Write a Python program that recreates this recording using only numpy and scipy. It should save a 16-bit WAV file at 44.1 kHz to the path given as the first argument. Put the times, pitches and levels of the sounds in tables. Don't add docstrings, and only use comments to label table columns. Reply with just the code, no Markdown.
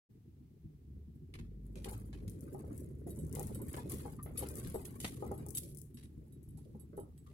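import sys
import numpy as np
from scipy import signal
from scipy.fft import rfft, irfft, next_fast_len
from scipy.io import wavfile
from scipy.ndimage import uniform_filter1d

SR = 44100
rng = np.random.default_rng(int(sys.argv[2]) if len(sys.argv) > 2 else 0)


def unload_audio(sound):
    columns = np.transpose(np.atleast_2d(sound))
    steps = np.round(np.clip(columns, -1, 1) * 32767)
    wavfile.write(sys.argv[1], SR, steps.astype(np.int16))


N = 323253
TIME = np.arange(N) / SR


def amp(db):
    return 10 ** (np.asarray(db) / 20)


def unit(x):
    return x / np.sqrt(np.mean(x ** 2) + 1e-20)


def read(points, hz):
    f, value = np.transpose(points)
    return np.interp(np.log(hz + 1), np.log(f), value)


def curves(rows):
    s, *columns = np.transpose(rows)
    return [np.interp(TIME, s, c) for c in columns]


def add(mix, s, sound):
    part = mix[:, round(s * SR):][:, :sound.shape[1]]
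    part += sound[:, :part.shape[1]]


def noise(size=N):
    return rng.standard_normal((2, size))


def wander(hz):
    slow = np.fft.rfftfreq(N, 1 / SR) < hz
    return unit(irfft(rfft(rng.standard_normal(N)) * slow, N))


# pitch_hz, correlation (-1 to 1)
MICROPHONE_LIKENESS = [(30, 0.89), (60, 0.98), (125, 0.95), (250, 0.84), (500, 0.44), (1000, -0.23),
                       (4000, 0.00015), (12000, -0.12)]


def colour(x, spectrum, tilt_db=0):
    size = next_fast_len(x.shape[1])
    hz, (a, b) = np.fft.rfftfreq(size, 1 / SR), rfft(x, size)
    same = np.clip(read(MICROPHONE_LIKENESS, hz), -1, 1)
    right = same * a + np.sqrt(1 - same ** 2) * b
    gain = amp(read(spectrum, hz) + tilt_db * np.log2(np.maximum(hz, 600) / 600))
    return unit(irfft(np.array([a, right]) * gain, size)[:, :x.shape[1]])


def ring(modes, t, detune, uneven_db=3):
    hz, db, t60 = np.transpose(modes)[:, :, None]
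    hz = hz * (1 + detune * rng.standard_normal(hz.shape))
    db = db + uneven_db * rng.standard_normal(hz.shape)
    likeness = np.clip(read(MICROPHONE_LIKENESS, hz), -1, 1)
    lag = np.arccos(likeness) * rng.choice([-.5, .5], hz.shape)
    fade = amp(db - 60 * t / t60)
    return np.array([(fade * np.sin(2 * np.pi * hz * t + side * lag)).sum(0) for side in (1, -1)])


def placed(sound, peak_db, pan_db):
    return sound / abs(sound).max() * amp(peak_db + np.array([[pan_db], [-pan_db]]) / 2)


def grains(per_s, spread_db, t60):
    size = amp(spread_db * np.minimum(rng.exponential(1, N), 4)) * (rng.random(N) < per_s / SR)
    power = signal.lfilter([1], [1, -amp(-120 / (t60 * SR))], size ** 2)
    return np.sqrt(power) * noise()


def contacts(t, per_s):
    return rng.standard_normal(len(t)) * (rng.random(len(t)) < per_s / SR)


def shard(t, t60, top_hz, count):
    hz = top_hz * (np.arange(count) + rng.random(count))[:, None] / count
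    life = np.minimum(t60 * rng.uniform(.5, 1.2, (count, 1)), .08)
    size, phase = rng.rayleigh(1, (count, 1)), rng.random((2, count, 1))
    return (size * amp(-60 * t / life) * np.sin(2 * np.pi * (hz * t + phase))).sum(1)


def stones(per_s, spread_db, t60, top_hz, count, order):
    out, t = np.zeros((2, N)), np.arange(SR // 12) / SR
    rings = [shard(t, t60, top_hz, order) for _ in range(count)]
    which = rng.integers(0, count, N)
    size = amp(spread_db * np.minimum(rng.exponential(1, N), 3))
    for at in np.flatnonzero(rng.random(N) < per_s / SR):
        add(out, at / SR, size[at] * rings[which[at]])
    return unit(out)


def mottle(x, depth_db):
    z = signal.stft(x, nperseg=512)[2]
    field = uniform_filter1d(rng.standard_normal(z.shape[1:]), size=2, axis=0)
    field = uniform_filter1d(field, size=6, axis=1)
    field = unit(field - uniform_filter1d(field, size=9, axis=0))
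    shifting = z * amp(depth_db * np.minimum(field, 1.5))
    return unit(signal.istft(shifting)[1][:, :x.shape[1]])


def swell(s, hold_s, rise_s, fall_s):
    before, after = np.maximum(s - TIME, 0), np.maximum(TIME - s - hold_s, 0)
    return np.exp(-2 * (before / rise_s + after / fall_s))


# time_s, shake_db
TRAIL_SHAKE = [(0.12, -59), (1.05, -59), (1.4, -52.5), (2.3, -47.5), (3.1, -48.5), (3.4, -42.5),
               (3.88, -46.5), (4.17, -47), (4.9, -48), (5.45, -46), (5.85, -54.5), (6.6, -53),
               (7.33, -56.5)]
# top_s, suspension boom_db, panel drone_db (before body()'s layer gains)
BODY_HEAVES = [(0.959, -46, -58.5), (2.28, -41.5, -66), (2.711, -43.5, -47), (3.241, -38.5, -50.5),
               (3.94, -42.5, -41), (4.424, -45, -44), (4.679, -37, -47.5), (5.291, -44, -44.5)]
HEAVE_RISE_S, HEAVE_FALL_S = 0.037, 0.033
DRONE_AT_REF_DB, SHAKE_REF_DB, DRONE_SLOPE = -53.5, -48, 1.24


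def ride():
    shake_db, = curves(TRAIL_SHAKE)
    boom = amp(shake_db) ** 2
    drone = amp(DRONE_AT_REF_DB + DRONE_SLOPE * (shake_db - SHAKE_REF_DB)) ** 2
    for s, boom_db, drone_db in BODY_HEAVES:
        heave = swell(s, 0, HEAVE_RISE_S, HEAVE_FALL_S)
        boom = boom + amp(boom_db) ** 2 * heave
        drone = drone + amp(drone_db) ** 2 * heave
    return 10 * np.log10([boom, drone])


# pitch_hz, relative level_db
BOOM_SPECTRUM = [(13, -60), (22, -24.5), (56, -7.5), (70, -4), (145, -3), (200, -12.5), (260, -16.5),
                 (440, -120)]
# pitch_hz, relative level_db
DRONE_SPECTRUM = [(100, -31), (150, -26), (200, -0.5), (260, 1), (350, -2.5), (430, -5.5), (520, -19.5),
                  (650, -27.5), (820, -47.5), (1100, -51), (2000, -37.5), (5000, -102)]


def body(boom_db=-2, drone_db=-2, hard_db=-11, pan_db=0.5, throb=.35, throb_hz=36):
    low_db, mid_db = ride()
    boom = colour(noise(), BOOM_SPECTRUM)
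    boom /= np.sqrt(uniform_filter1d(boom[0] ** 2, size=5000))
    throb_turn = 2 * np.pi * np.cumsum(throb_hz * (1 + 0.048 * wander(7.7))) / SR
    throbbing = 1 + throb * np.sin(throb_turn)
    drone = colour(grains(200, 1.7, 0.071) * throbbing, DRONE_SPECTRUM)
    drone /= np.sqrt(uniform_filter1d((drone ** 2).mean(0), size=4000))
    drone *= unit(amp(2 * wander(16)))
    hard_spectrum = [(250, -46), (380, -1.5), (500, 3.0), (600, -6.5),
                     (800, -19.0), (1400, -20.5), (4000, -80.0)]
    hard = colour(grains(120, 4.5, 0.047), hard_spectrum)
    force = amp(np.minimum(mid_db + 45.5, 0))
    panels = amp(drone_db) * drone + amp(hard_db) * force * hard
    shake = amp(low_db + boom_db) * boom + amp(mid_db) * panels
    return shake * amp([[pan_db / 2], [-pan_db / 2]])


# time_s, firing pitch_hz, firing level_db, octave level_db (before throttle and trims)
ENGINE_FIRING = [(0.6, 32.4, -76, -75.5), (0.97, 35.13, -78, -45), (1.12, 37.8, -84, -56.5),
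                 (1.42, 47, -45.5, -47.5), (1.76, 51.5, -42, -84), (1.97, 54.48, -41.5, -36),
                 (2.19, 51.4, -39, -72), (2.39, 48.23, -48, -79), (2.7, 35.7, -92, -61)]
# time_s, gain (0-1)
THROTTLE_PULL = [(.2, 0.1), (.7, 0.78), (2.4, 0.31), (2.8, 0.03)]
# time_s, gain
IDLE_GAIN = [(.2, 0.17), (.75, 0.39), (1.15, 0.24), (2.4, 0.062), (2.8, 1.77), (3.3, 1.4), (4.6, 1.16),
             (6, 0.64)]


def engine(tone_db=-1, octave_db=-2, fourth_db=-11, idle_db=-58, idle_hz=73):
    hz, first_db, second_db = curves(ENGINE_FIRING)
    turn = 2 * np.pi * np.cumsum(hz * (1 + 0.0033 * wander(12.0))) / SR
    pull = amp(first_db) * (amp(tone_db) * np.sin(turn) + amp(fourth_db) * np.sin(4 * turn))
    pull += amp(second_db + octave_db) * np.sin(2 * turn)
    idle_turn = 2 * np.pi * np.cumsum(idle_hz * (1 + 0.0194 * wander(3.4))) / SR
    idle = amp(idle_db + 1.5 * wander(1.9)) * (np.sin(idle_turn) + 0.64 * np.sin(2 * idle_turn))
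    (throttle,), (idling,) = curves(THROTTLE_PULL), curves(IDLE_GAIN)
    return np.sqrt(2) * (throttle * pull + idling * idle)


# pitch_hz, relative level_db
HISS_SPECTRUM = [(410, -13), (700, 4), (971, -0.5), (1500, -4), (2220, -4), (7290, -9.5), (8420, -8.5),
                 (16000, -5.5)]


def hiss(level_db=-81):
    return amp(level_db) * colour(noise(), HISS_SPECTRUM)


# start_s, peak_db (before trim_db)
SPRING_JOLTS = [(0.271, -48), (0.399, -48.5), (0.641, -40.5), (0.738, -47.5), (0.87, -50), (1.071, -44.5),
                (1.149, -44.5), (1.214, -43), (1.39, -39), (3.224, -40), (5.72, -42.5), (5.938, -42.5),
                (6.038, -43.5), (6.167, -40), (6.477, -41.5), (6.539, -41.5), (6.74, -43), (6.84, -48.5),
                (7.019, -45.5)]
# pitch_hz, relative level_db, t60_s
SUSPENSION_MODES = [(70.4, -1, 0.16), (98, -1.5, 0.15), (146.7, -0.5, 0.22), (224.6, -3, 0.16),
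                    (310.8, -7.5, 0.16)]


def jolts(trim_db=0, rise_s=0.011, pan_db=0.8):
    out, t = np.zeros((2, N)), np.arange(SR // 4) / SR
    for s, db in SPRING_JOLTS:
        swing = ring(SUSPENSION_MODES, t, .07) * np.minimum(t / rise_s, 1)
        add(out, s, placed(swing, db + trim_db, pan_db))
    return out


# start_s, peak_db (before trim_db), left minus right pan_db
METAL_JINGLES = [(1.152, -68.5, 0), (2.755, -61, 18), (3.071, -52, 7), (3.103, -42, 2), (3.187, -44, -4),
                 (3.546, -37, -2), (3.616, -41, 1), (3.692, -48, 6), (4.376, -28.5, 3.5), (4.391, -28.5, 3),
                 (4.582, -36.5, -3), (4.742, -39.5, 7), (4.814, -44.5, 5), (4.849, -46, -15),
                 (5.34, -51, 4), (5.377, -45, 4), (5.549, -27.5, 2), (5.573, -33.5, -8), (5.688, -50, 3),
                 (5.943, -49.5, -1), (6.033, -51, 3), (6.323, -54, -3), (6.429, -59, 10), (6.487, -54, 4),
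                 (6.573, -54, -7), (6.796, -51, -7), (6.968, -50, 1), (6.997, -51, -11), (7.177, -53, -3)]
# pitch_hz, relative level_db, t60_s
METAL_MODES = [(3060, -22, .11), (3800, -18, .12), (4600, -20, .08), (8000, -4, .11), (9330, -4, .1),
               (11150, 2, .1), (11270, 1, .09), (11750, -7, .06), (13250, -2, .09)]


def jingles(trim_db=-1, scrape=2, scrape_t60=0.062, chatter=0.33, chatter_per_s=400,
            chatter_t60=0.13, rise_s=0.0016):
    out, t = np.zeros((2, N)), np.arange(SR // 6) / SR
    for s, db, pan_db in METAL_JINGLES:
        blows = chatter * contacts(t, chatter_per_s) * amp(-60 * t / chatter_t60)
        blows[0] = 1
        seat = colour(shard(t, scrape_t60, 16000, count=32), CRACKLE_SPECTRUM)
        strike = ring(METAL_MODES, t, 0.004, uneven_db=3) + scrape * seat / abs(seat).max()
        sound = signal.fftconvolve(strike, blows[None], axes=1)[:, :len(t)] * np.minimum(t / rise_s, 1)
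        add(out, s, placed(sound, db + trim_db, pan_db))
    return out


# start_s, peak_db (before trim_db), treble tilt_db per octave, t60_s of chatter and scuff
TRIM_CLACKS = [(1.339, -42.5, -1, 0.11), (1.389, -47.5, -2, 0.14), (1.756, -45.5, 0.5, 0.3),
               (1.845, -32.5, 2, 0.07), (2.129, -48, -1.5, 0.26), (2.279, -44.5, 6, 0.23),
               (3.074, -56, -6, 0.35), (3.357, -43.5, 2, 0.6), (3.739, -32.5, -5.5, 0.17),
               (3.766, -44, 0.5, 0.58), (3.897, -34, 14, 0.16), (3.917, -43, 4, 0.44),
               (4.033, -54, 11, 0.09), (4.228, -33, 22.5, 0.17), (4.261, -40.5, -10.5, 0.36),
               (4.374, -36, 6.5, 0.24), (4.422, -44.5, -1, 0.24), (4.647, -43, 2, 0.47),
               (4.853, -33.5, 8, 0.037), (5.002, -30.5, 7.5, 0.55), (5.045, -24, -1.5, 0.13),
               (5.545, -49.5, 4.5, 0.29), (5.572, -24, 11.5, 0.11), (5.633, -41.5, 10, 0.31),
               (5.972, -46, 3, 0.24), (6.028, -53.5, 1, 0.17), (6.57, -59.5, 6, 0.97),
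               (6.649, -63, 5, 0.11), (7.177, -61, 2, 0.081), (7.264, -59.5, 2, 0.42),
               (7.313, -49.5, -10, 0.089)]
# pitch_hz, relative level_db
TRIM_SPECTRUM = [(300, 2.5), (950, -5.5), (1260, -1.5), (1550, -6.5), (1900, 1.5), (2600, -1), (2800, -3),
                 (3100, -1.5), (3900, -2.5), (5500, -8.5), (7500, -10), (11000, -6.5), (16000, -30.5)]


def clacks(trim_db=-0.5, scuff=0.66, tail_db=-23, tail_t60=1.0, pan_db=0.0, bounce=0.17,
           chatter=0.44, chatter_per_s=260, ragged=0.48):
    out, t = np.zeros((2, N)), np.arange(SR // 2) / SR
    for s, db, tilt_db, t60 in TRIM_CLACKS:
        fade = amp(-60 * t / t60) + amp(tail_db - 60 * t / tail_t60) * (1 - t / t[-1])
        piece = shard(t[:SR // 16], .04, 16000, count=96) / np.sqrt(96)
        blows = chatter * contacts(t, chatter_per_s) * fade
        blows[0] = 1
        blows[int(rng.uniform(0.0048, 0.016) * SR)] = bounce
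        slow = unit(uniform_filter1d(rng.standard_normal(len(t)), size=300))
        lumps = unit(np.exp(ragged * slow))
        rubbing = mottle(noise(len(t)), 7)
        hit = signal.fftconvolve(piece, blows[None], axes=1)[:, :len(t)]
        hit = hit + scuff * fade * lumps * rubbing
        hit = np.pad(hit, ((0, 0), (SR // 500, 0)))
        add(out, s - 1 / 500, placed(colour(hit, TRIM_SPECTRUM, tilt_db), db + trim_db, pan_db))
    return out


# start_s, length_s, grind_db, crackle_db
STONE_PATCHES = [(1.853, 0.083, -57, -58.5), (2.43, 0.4, -72, -67), (3.091, 0.12, -74.5, -59),
                 (3.313, 0.25, -64, -64.5), (3.69, 0.046, -60, -54.5), (3.895, 0.16, -58.5, -59.5),
                 (4.38, 0.35, -59, -58.5), (4.7, 0.55, -67.5, -66.5), (5.246, 0.21, -66.5, -70.5)]
PATCH_RISE_S, PATCH_FALL_S = 0.017, 0.069
DIRT_GRIND_DB, DIRT_CRACKLE_DB, DIRT_FROM_S = -33.5, -31.5, 1.656


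def ground():
    shake_db, = curves(TRAIL_SHAKE)
    dirt = amp(shake_db) ** 2 * swell(DIRT_FROM_S, N / SR, PATCH_RISE_S, PATCH_FALL_S) + 1e-16
    grind, crackle = amp(DIRT_GRIND_DB) ** 2 * dirt, amp(DIRT_CRACKLE_DB) ** 2 * dirt
    for s, length, grind_db, crackle_db in STONE_PATCHES:
        patch = swell(s, length, PATCH_RISE_S, PATCH_FALL_S)
        grind = grind + amp(grind_db) ** 2 * patch
        crackle = crackle + amp(crackle_db) ** 2 * patch
    return 10 * np.log10([grind, crackle])


# pitch_hz, relative level_db
GRIND_SPECTRUM = [(300, 8), (550, -5.5), (800, 0.5), (1000, 2), (1250, -1.5), (1500, -3.5), (2100, -4.5),
                  (3000, -12), (4500, -11.5), (8000, -7.5), (16000, -49)]
# pitch_hz, relative level_db
CRACKLE_SPECTRUM = [(800, -43), (2500, -41), (4000, -25), (5500, -9), (8000, 0), (10500, 5.5), (12500, 1),
                    (14000, -6.5), (16000, -3.5)]


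def grit(grind_db=0, crackle_db=0, pan_db=1.5, rub=0.56, fizz=0.24, ticks=0.12, clump_db=3.0):
    coarse_db, fine_db = ground()
    grind = stones(650, 3.3, 0.1, 5000, count=120, order=7) + rub * unit(grains(200, 2.4, 0.12))
    grind = mottle(grind, 6.5)
    fine = stones(260, 3.5, .035, 16000, count=80, order=20)
    fine += fizz * mottle(grains(230, 4.0, 0.034), 7.7)
    fine += ticks * unit(grains(150, 25, 0.001))
    both = amp(coarse_db + grind_db) * colour(grind, GRIND_SPECTRUM)
    both += amp(fine_db + crackle_db) * colour(fine, CRACKLE_SPECTRUM)
    return both * unit(amp(clump_db * wander(30))) * amp([[pan_db / 2], [-pan_db / 2]])


# start_s, peak_db (before trim_db), t60_s
RUT_THUDS = [(1.759, -41.5, 0.22), (2.423, -43, 1), (2.522, -38.5, 0.35), (2.659, -43, 0.8),
             (2.812, -41.5, 0.45), (3.061, -33, 0.39), (3.176, -38, 0.35), (3.606, -35.5, 0.29),
             (3.849, -39.5, 0.35), (3.925, -45, 0.8), (4.5, -40.5, 0.85), (5.621, -44, 0.46),
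             (6.209, -55.5, 0.74), (6.65, -47, 0.4), (6.928, -44.5, 0.49), (6.975, -42, 0.23)]
# pitch_hz, relative level_db
THUD_SPECTRUM = [(90, -21), (170, 4.5), (260, -3.5), (350, 3.5), (480, -4), (600, -7.5), (690, -23),
                 (800, -43), (1500, -68), (4000, -100)]


def thuds(trim_db=-1, rise_s=0.0061, pan_db=-3.0):
    out, t = np.zeros((2, N)), np.arange(SR // 3) / SR
    for s, db, t60 in RUT_THUDS:
        judder = colour(noise(len(t)), THUD_SPECTRUM) * np.minimum(t / rise_s, 1) * amp(-60 * t / t60)
        add(out, s, placed(judder, db + trim_db, pan_db))
    return out


# start_s, peak_db (before trim_db), nominal chatter_s
PANEL_KNOCKS = [(1.856, -36, 0.018), (1.915, -41.5, 0.013), (2.545, -36, 0.0077), (2.638, -43.5, 0.0082),
                (3.368, -35.5, 0.0097), (3.387, -33.5, 0.026), (3.665, -49, 0.011), (3.768, -36.5, 0.011),
                (4.052, -34, 0.024), (4.259, -44.5, 0.0091), (4.424, -31.5, 0.0098), (4.743, -27, 0.019),
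                (5.223, -27.5, 0.003), (5.311, -28, 0.017), (5.463, -43.5, 0.0052), (6.747, -50, 0.0038),
                (6.976, -32, .02)]
# pitch_hz, relative level_db, t60_s
PANEL_MODES = [(397.2, -2.5, 0.17), (436, 11.5, 0.023), (478.5, -9, 0.13), (612, -11, 0.15),
               (761.5, -8.5, 0.081), (816, -1, 0.084), (1244, -18, 0.12), (1890, -12.5, 0.027)]


def knocks(trim_db=-1, rebound=0.57, pan_db=3, soft_hz=1400, tail_db=-20, tail_t60=0.38):
    out, t = np.zeros((2, N)), np.arange(SR // 4) / SR
    cabin_spectrum = [(200, -25.0), (400, 10.0), (620, -7.5), (820, 1.5),
                      (1050, -10.5), (1270, -7.5), (1600, -32.0), (4000, -16.5)]
    padding = signal.butter(3, soft_hz, fs=SR, output="sos")
    for s, db, chatter in PANEL_KNOCKS:
        blows = np.zeros(len(t))
        blows[0] = 1
        at = np.arange(1, 4) / 3 * abs(chatter) * rng.uniform(.8, 1.2, 3)
        strength = rebound * min(abs(chatter) / 0.023, 1)
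        blows[(at * SR).astype(int) + 1] = strength * rng.uniform(0.22, 1.6, 3)
        panel = ring(PANEL_MODES, t, 0.013, uneven_db=2.5)
        sound = signal.fftconvolve(panel, blows[None], axes=1)[:, :len(t)]
        cabin = mottle(colour(noise(len(t)), cabin_spectrum), 5)
        sound += abs(sound).max() * amp(tail_db - 60 * t / tail_t60) * cabin
        sound *= np.minimum(t / .003, 1)
        add(out, s, placed(signal.sosfilt(padding, sound), db + trim_db, pan_db))
    return out


# start_s, peak_db (before trim_db and pan)
STONE_SNAPS = [(1.912, -39), (2.297, -39.5), (2.408, -39.5), (2.778, -39), (3.327, -33.5), (3.351, -29.5),
               (3.377, -48), (3.395, -30.5), (3.429, -33.5), (3.47, -33), (3.765, -38), (3.919, -29),
               (3.944, -38), (3.985, -40), (4.487, -31), (4.555, -34), (4.57, -40), (4.673, -36),
               (4.699, -37), (4.908, -45.5), (5.316, -37), (5.464, -39), (5.486, -35.5), (5.506, -34.5),
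               (5.748, -42), (5.772, -38.5), (5.785, -39), (5.816, -37.5)]


def snaps(trim_db=1, split_db=-8, tail_db=-22, tail_t60=0.27, pan_db=11):
    out, t = np.zeros((2, N)), np.arange(SR // 6) / SR
    crack = amp(-60 * t / .004)
    for s, db in STONE_SNAPS:
        split = amp(split_db) * np.roll(crack, rng.integers(50, 250))
        crumbs = amp(tail_db - 60 * t / tail_t60)
        burst = np.pad(noise(len(t)) * (crack + split + crumbs), ((0, 0), (SR // 2000, 0)))
        add(out, s, placed(colour(burst, CRACKLE_SPECTRUM), db + trim_db, pan_db))
    return out


# start_s, peak_db (before trim_db), nominal pitch_hz
ROCK_CLONKS = [(2.475, -56.5, 1428), (2.7, -59, 1070), (3.068, -47, 610), (3.172, -58, 990),
               (3.494, -48.5, 796), (3.595, -49, 902), (3.767, -38.5, 977), (4.186, -45, 1137),
               (6.574, -60.5, 826), (6.928, -59, 1303), (7.263, -56, 1194)]


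def clonks(trim_db=-2, t60=0.088, rise_s=0.0037, spread=0.0974, pan_db=2.0, chatter=1.0,
           chatter_per_s=300, chatter_t60=0.13):
    out, t = np.zeros((2, N)), np.arange(SR // 5) / SR
    for s, db, hz in ROCK_CLONKS:
        cluster = [(hz, 0, t60), (hz * (1 - spread), -4, t60),
                   (hz * (1 + spread), -4, t60), (hz * 1.6, -12, t60)]
        blows = chatter * contacts(t, chatter_per_s) * amp(-60 * t / chatter_t60)
        blows[0] = 1
        sound = signal.fftconvolve(ring(cluster, t, 0.0296), blows[None], axes=1)[:, :len(t)]
        add(out, s, placed(sound * np.minimum(t / rise_s, 1), db + trim_db, pan_db))
    return out


def scene():
    vehicle = body() + engine() + hiss() + jolts()
    loose_parts = jingles() + clacks() + knocks()
    trail = grit() + thuds() + snaps() + clonks()
    return vehicle + loose_parts + trail


START_S, FADE_S, EDGE_HZ = .09, 0.016, 16000


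def record(dry):
    opened = dry * np.clip((TIME - START_S) / FADE_S, 0, 1)
    lowpass = signal.firwin(255, EDGE_HZ, window=("kaiser", 8), fs=SR)
    return signal.oaconvolve(opened, lowpass[None], "same")


dry = scene()
out = record(dry)
unload_audio(out)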